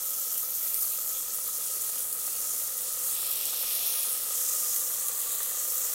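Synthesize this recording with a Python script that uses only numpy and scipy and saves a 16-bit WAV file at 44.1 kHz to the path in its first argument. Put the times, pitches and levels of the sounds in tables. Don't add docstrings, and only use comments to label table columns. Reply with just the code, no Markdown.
import sys
import numpy as np
from scipy import signal
from scipy.fft import rfft, irfft
from scipy.io import wavfile

SR = 44100
rng = np.random.default_rng(int(sys.argv[2]) if len(sys.argv) > 2 else 0)


def master_out(mix):
    frames = np.transpose(np.atleast_2d(mix))
    ceiling = np.clip(frames, -1, 1)
    pcm = np.round(ceiling * 32767).astype(np.int16)
    wavfile.write(sys.argv[1], SR, pcm)


N = 261954
TIME = np.arange(N) / SR

# [t/s, level/dB]
FIZZ = [(0, -34), (.82, -31.5), (1.0, -33.5), (1.3, -33.8), (1.83, -32.5), (2.25, -33), (2.5, -32.5),
        (2.92, -33.5), (3.08, -30), (3.4, -32.5), (3.8, -30), (4.06, -30.2), (4.23, -31.5), (4.5, -29),
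        (4.9, -31), (5.94, -33)]
# [f/Hz, level/dB per Hz]
FIZZ_COLOUR = [(2000, -59), (5000, -32), (7800, -11), (9000, -0.5), (10200, 0), (11000, 0.8), (12200, 2.3),
               (13700, 2.1), (14800, 2), (17000, -0.5)]
# [f/Hz, level/dB per Hz]
CRACKLE_COLOUR = [(1500, -35), (3500, -25), (4700, -12), (5600, -5), (6600, 1.5), (7600, 2.5), (8500, 1.5),
                  (9500, -10), (13000, -15), (20000, -46)]
# [f/Hz, level/dB per Hz]
FRINGE_COLOUR = [(200, -43), (1600, -16), (2300, -8), (2800, -5.5), (3400, -1), (4400, -1), (5400, 0.5),
                 (6300, -1), (9000, -12), (20000, -47)]
# [f/Hz, level/dB per Hz]
STEAM_COLOUR = [(200, -45), (1800, -37), (2150, -10.5), (2450, -3), (3000, -1.5), (3500, 3.5), (4650, -1.5),
                (5200, 1.5), (5680, 4.5), (6200, -14), (9000, -29), (20000, -45)]
# [start t/s, length/s, f/Hz, width/Hz, lift/dB]
FLARES = [(0, 1.17, 13400, 1900, 4.5), (0.405, 0.12, 8100, 1100, -4.5), (0.616, 0.15, 2500, 900, 3.5),
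          (1.3, 1.6, 9750, 1200, 3.5), (2.01, .14, 5400, 2400, -6), (2.35, 0.43, 2480, 600, -1.5),
          (2.806, 0.11, 3900, 1200, 3.5), (2.984, 0.21, 8300, 2400, 2.5), (3.213, .65, 12000, 1100, 3.5),
          (3.884, .26, 10500, 1400, 4.5), (4.423, 0.28, 5330, 1400, 1.5), (5.153, 0.28, 3670, 600, 4),
          (5.6, .4, 13900, 2400, 3)]
# [t/s, f/Hz, depth/dB]
HOLLOW = [(2.98, 4750, 0), (3.25, 6370, 8), (3.5, 7000, 4.5), (3.92, 7600, 8), (4.1, 7650, 3),
          (4.37, 4360, 2.5), (4.75, 4450, 3), (5.2, 5600, 7.5), (5.94, 4700, 2.5)]
# [t/s, nominal peak level/dB, f/Hz, spray/dB under the peak]
SPITS = [(.379, -21, 10900, 13), (.7435, -21, 12400, 8), (.8245, -21, 13400, 13), (.830, -19, 13000, 14),
         (2.128, -20, 10300, 15), (2.267, -24, 13000, 7), (3.312, -21, 12300, 17), (3.315, -20, 12600, 15),
         (3.455, -20, 7500, 15), (4.55, -21, 10100, 16), (4.762, -22, 12800, 9), (4.783, -22, 10800, 23),
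         (5.084, -20.5, 11400, 8), (5.430, -25, 11500, 7)]
# [t/s, peak level/dB before the pot's ring, f/Hz]
PINGS = [(.843, -37.5, 4400), (1.304, -38.5, 4400)]
# [t/s, nominal peak level/dB]
KNOCKS = [(.061, -50), (0.15, -50), (0.433, -44.5), (1.384, -44), (1.487, -43), (2.276, -40.5),
          (3.532, -43), (3.635, -38.5), (5.093, -43), (5.405, -39.5)]
# [f/Hz, level/dB per Hz]
KNOCK_COLOUR = [(60, -45), (250, -14), (450, -2.5), (900, -4.0), (1250, 1.5), (1650, -4),
                (2600, -17), (5000, -11), (12000, -45)]
# [f/Hz, level/dB per Hz]
SIMMER_COLOUR = [(50, -33), (280, -16), (380, -6), (440, 1), (700, -2), (1000, -3), (1400, -0.5),
                 (1650, -6), (2200, -8.5), (3200, -17), (6000, -23.5), (20000, -51)]
# [f/Hz, width/Hz, lift/dB]
POT_RING = [(1770, 60, 4), (1978, 36, 6.5), (2455, 29, 4.5), (2720, 33, 4), (2910, 26, 5.5),
            (3250, 51, 3.5), (3390, 40, 3.5), (3680, 40, 2), (3920, 43, 2), (4290, 230, 3), (4510, 42, 0.5),
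            (5570, 120, 1.5), (5170, 52, 0.5)]
# [f/Hz, rms level/dB]
HUM = [(119.9, -74.5), (153, -84), (210.6, -75.5), (237, -82)]
# [f/Hz, level/dB per Hz]
ROOM_COLOUR = [(5, 8), (25, 2), (55, -1), (90, -4.5), (170, -5), (300, -1), (600, -12.5), (2000, -16),
               (20000, -50)]

CRACKLE_DB, CRACKLE_FOLLOWS = -38.5, 0.45
FRINGE_DB, FRINGE_FOLLOWS = -51, 0.23
SIMMER_DB = -56.5
FRINGE_DB_PER_S, SIMMER_DB_PER_S = 0.47, 0.6
JUICE_START_S, JUICE_ATTACK_S, JUICE_DB = 4.28, 0.037, 4
FLARE_ATTACK_S, FLARE_RELEASE_S = 0.047, 0.044
HOLLOW_WIDTH_HZ = 620
STEAM_START_S, STEAM_ATTACK_S, STEAM_HOLD_S, STEAM_RELEASE_S = 3.057, 0.13, 0.76, 0.24
STEAM_DB, STEAM_SWELL_DB_PER_S = -45.5, 5
RANDOM_SPITS_PER_S, RANDOM_SPIT_DB, RANDOM_SPIT_HZ, RANDOM_SPRAY_DB = 2.8, -23.5, 12300, 16
SPOON_START_S, SPOON_ATTACK_S, SPOON_HOLD_S, SPOON_RELEASE_S = 4.6, 0.34, 0.46, 0.12
SPOON_MUFFLE_DB = -2.5
UPRIGHT_HZ, UPRIGHT_WIDTH_HZ, UPRIGHT_LIFT_DB = 515, 43, 8.74
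CROSS_HZ, CROSS_SAG_HZ_PER_S, CROSS_SPOON_DROP_HZ = 1280, 8, 65
CROSS_WIDTH_HZ, CROSS_LIFT_DB = 48, 13
OVERTONE_HZ, OVERTONE_WIDTH_HZ, OVERTONE_LIFT_DB, OVERTONE_DB_PER_S = 1850, 270, -1, 1.15
ROOM_DB = -63
CUTOFF_HZ = 15780


def sizzle():
    snaps = rms_one(bursts(per_s=5500, spread_db=3.0))
    fizz_db, = in_time(FIZZ)
    vigour_db = fizz_db - fizz_db.mean()
    flicker = from_db(0.5 * drift(35) + 0.59 * drift(350))
    bright = flicker * (fizz(snaps, fizz_db) + crackle(snaps, vigour_db))
    hiss = wall_echoes(bright, echo_db=-21.0, sway_s=0.000025) + fringe(snaps, vigour_db)

    bells = []
    for start_s, length_s, hz, width_hz, lift_db in FLARES:
        flare = swell(start_s, FLARE_ATTACK_S, length_s - FLARE_ATTACK_S, FLARE_RELEASE_S)
        bells.append((hz, width_hz, lift_db * flare))
    hollow_hz, depth_db = in_time(HOLLOW)
    bells.append((hollow_hz, HOLLOW_WIDTH_HZ, -depth_db))
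    return moving_bells(hiss, bells, size=512) + steam(snaps)


def fizz(snaps, level_db):
    fine = bubbles(per_s=20000, spread_db=2.5, low_hz=6450, high_hz=17200, cycles=11.7,
                   patchy_db=2.5, count=20)
    return from_db(level_db) * coloured(fine + from_db(-5.0) * snaps, FIZZ_COLOUR)


def crackle(snaps, vigour_db):
    coarse = bubbles(per_s=15000, spread_db=2.5, low_hz=3390, high_hz=10560, cycles=16, patchy_db=2.0)
    juice = np.clip((TIME - JUICE_START_S) / JUICE_ATTACK_S, 0, 1)
    level_db = CRACKLE_DB + CRACKLE_FOLLOWS * vigour_db
    level_db = level_db + JUICE_DB * juice + SPOON_MUFFLE_DB * spoon()
    return from_db(level_db) * coloured(coarse + from_db(-8.5) * snaps, CRACKLE_COLOUR)


def fringe(snaps, vigour_db):
    moist = bubbles(per_s=8000, spread_db=2.0, low_hz=2000, high_hz=6470, cycles=16.3, patchy_db=2.5)
    level_db = FRINGE_DB + FRINGE_FOLLOWS * vigour_db + FRINGE_DB_PER_S * TIME
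    return from_db(level_db) * coloured(moist + from_db(-7.5) * snaps, FRINGE_COLOUR)


def steam(snaps):
    wet = bubbles(per_s=13000, spread_db=2.0, low_hz=2000, high_hz=6460, cycles=11.0, patchy_db=1.5)
    return steaming() * coloured(wet + from_db(3.5) * snaps, STEAM_COLOUR)


def steaming():
    on = swell(STEAM_START_S, STEAM_ATTACK_S, STEAM_HOLD_S, STEAM_RELEASE_S)
    since = np.clip(TIME - STEAM_START_S, 0, STEAM_HOLD_S)
    return on * from_db(STEAM_DB + STEAM_SWELL_DB_PER_S * since)


def bubbles(per_s, spread_db, low_hz, high_hz, cycles, patchy_db, count=14):
    clicks = bursts(per_s, spread_db)
    size_class = rng.integers(0, count, N)
    pitches = np.linspace(low_hz, min(high_hz, 0.45 * SR), count)
    total = np.zeros(N)
    for k, hz in enumerate(pitches):
        flurries = from_db(patchy_db * drift(6.1))
        total += flurries * ring(clicks * (size_class == k), hz, cycles / hz)
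    return rms_one(total)


def bursts(per_s, spread_db):
    sizes = from_db(spread_db * np.minimum(rng.exponential(1, N), 6))
    return sizes * rng.choice([-1, 1], N) * (rng.random(N) < per_s / SR)


def wall_echoes(x, echo_db, sway_s, count=6):
    delays = rng.uniform(0.001, 0.005, count)
    echoes = np.zeros(N)
    for delay in delays:
        echoes += np.interp(TIME - delay - sway_s * drift(0.73), TIME, x, left=0)
    return (x + from_db(echo_db) * echoes) / np.sqrt(1 + 0.5 * count * from_db(2 * echo_db))


def spits():
    out, t = np.zeros(N + SR), np.arange(SR // 40) / SR
    at_random = []
    for when, size, pitch in rng.uniform(-0.91, 1, (int(RANDOM_SPITS_PER_S * N / SR), 3)):
        hz = RANDOM_SPIT_HZ * (1 + 0.12 * pitch)
        at_random.append((abs(when) * N / SR, RANDOM_SPIT_DB + 2 * size, hz, RANDOM_SPRAY_DB))
    for s, db, hz, spray_db in list(SPITS) + at_random:
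        ping = np.sin(2 * np.pi * hz * t) * np.exp(-t / 0.0003)
        spray = from_db(-spray_db) * rng.standard_normal(len(t)) * np.exp(-t / 0.0035)
        at = int(s * SR)
        out[at:at + len(t)] += from_db(db + 9.5) * (ping + spray)
    return signal.sosfilt(signal.butter(2, 7500, "high", fs=SR, output="sos"), out[:N])


def ticks(per_s, click_db):
    swell_db = in_time(FIZZ)[0] - np.mean(np.array(FIZZ)[:, 1])
    born = rng.random(N) < per_s * from_db(2 * swell_db) / SR
    clicks = born * rng.choice([-1, 1], N) * from_db(click_db + rng.uniform(-1, 0, N))
    band = signal.butter(2, [10500, 15500], "band", fs=SR, output="sos")
    return signal.sosfilt(band, clicks + 1e-18)


def pings():
    total = np.zeros(N)
    for s, db, hz in PINGS:
        click = np.arange(N) == int(s * SR)
        total += ring(from_db(db) * click, hz, t60=0.027)
    return total


def pot():
    simmer_db = SIMMER_DB + SIMMER_DB_PER_S * TIME
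    simmer = from_db(simmer_db) * coloured(bursts(per_s=3500, spread_db=3.0), SIMMER_COLOUR)
    low_bubbles = bubbles(per_s=1500, spread_db=1.0, low_hz=618, high_hz=990, cycles=45,
                          patchy_db=3.0, count=5)
    gurgle = steaming() * from_db(-16.5) * low_bubbles
    cross_hz = CROSS_HZ - CROSS_SAG_HZ_PER_S * TIME - CROSS_SPOON_DROP_HZ * spoon()
    overtone_db = OVERTONE_LIFT_DB + OVERTONE_DB_PER_S * TIME
    modes = [(UPRIGHT_HZ, UPRIGHT_WIDTH_HZ, UPRIGHT_LIFT_DB),
             (cross_hz, CROSS_WIDTH_HZ, CROSS_LIFT_DB),
             (OVERTONE_HZ, OVERTONE_WIDTH_HZ, overtone_db)]
    return moving_bells(simmer + gurgle + knocks(), modes, size=2048)


def knocks():
    force = np.zeros(N)
    for s, db in KNOCKS:
        force += from_db(db - 2.5) * np.exp(-np.abs(TIME - s) / 0.006) * (TIME >= s)
    return force * coloured(rng.standard_normal(N), KNOCK_COLOUR)


def spoon():
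    return swell(SPOON_START_S, SPOON_ATTACK_S, SPOON_HOLD_S, SPOON_RELEASE_S)


def kitchen():
    hum = np.zeros(N)
    for hz, rms_db in HUM:
        phase = 2 * np.pi * hz * TIME + 0.9 * drift(2.6)
        hum += from_db(rms_db) * np.sqrt(2) * np.sin(phase)
    return hum + from_db(ROOM_DB) * coloured(rng.standard_normal(N), ROOM_COLOUR)


def ring(clicks, hz, t60):
    r, w = from_db(-60 / (t60 * SR)), 2 * np.pi * hz / SR
    return signal.lfilter([0, np.sin(w)], [1, -2 * r * np.cos(w), r * r], clicks + 1e-18)


def moving_bells(x, bells, size):
    hz, s, frames = signal.stft(x, SR, nperseg=size)
    for bell in bells:
        centre, width, db = [np.interp(s, TIME, np.broadcast_to(v, N)) for v in bell]
        near = 1 / (1 + (2 * (hz[:, None] - centre) / width) ** 2)
        power = 1 + (from_db(2 * np.abs(db)) - 1) * near
        frames = frames * power ** (np.sign(db) / 2)
    return signal.istft(frames, SR, nperseg=size)[1][:N]


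def coloured(x, spectrum):
    hz, db = np.transpose(spectrum)
    bins = np.maximum(np.fft.rfftfreq(N, 1 / SR), 1)
    gain = from_db(np.interp(np.log(bins), np.log(hz), db))
    return rms_one(irfft(rfft(x) * gain, N))


def drift(rate_hz):
    r = np.exp(-32 * np.pi * rate_hz / SR)
    noise = rng.standard_normal(N // 16 + 2002)
    slow = signal.lfilter([1], [1, -2 * r, r * r], noise)[2000:]
    return np.interp(np.arange(N) / 16, np.arange(len(slow)), rms_one(slow))


def swell(start_s, attack_s, hold_s, release_s):
    since = TIME - start_s
    release = np.exp(-np.maximum(since - attack_s - hold_s, 0) / release_s)
    return np.clip(since / attack_s, 0, 1) * release


def in_time(rows):
    s, *columns = np.transpose(rows)
    return [np.interp(TIME, s, c) for c in columns]


def rms_one(x):
    return x / np.sqrt(np.mean(x ** 2) + 1e-20)


def from_db(db):
    return 10 ** (np.asarray(db) / 20)


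def scene():
    pops = spits() + pings() + ticks(per_s=15, click_db=-5.0)
    frying = moving_bells(sizzle() + pops + pot(), POT_RING, size=2048)
    return np.tile(frying + kitchen(), (2, 1))


def record(dry):
    return signal.sosfilt(signal.ellip(12, 0.1, 80, CUTOFF_HZ, fs=SR, output="sos"), dry)


dry = scene()
out = record(dry)
master_out(out)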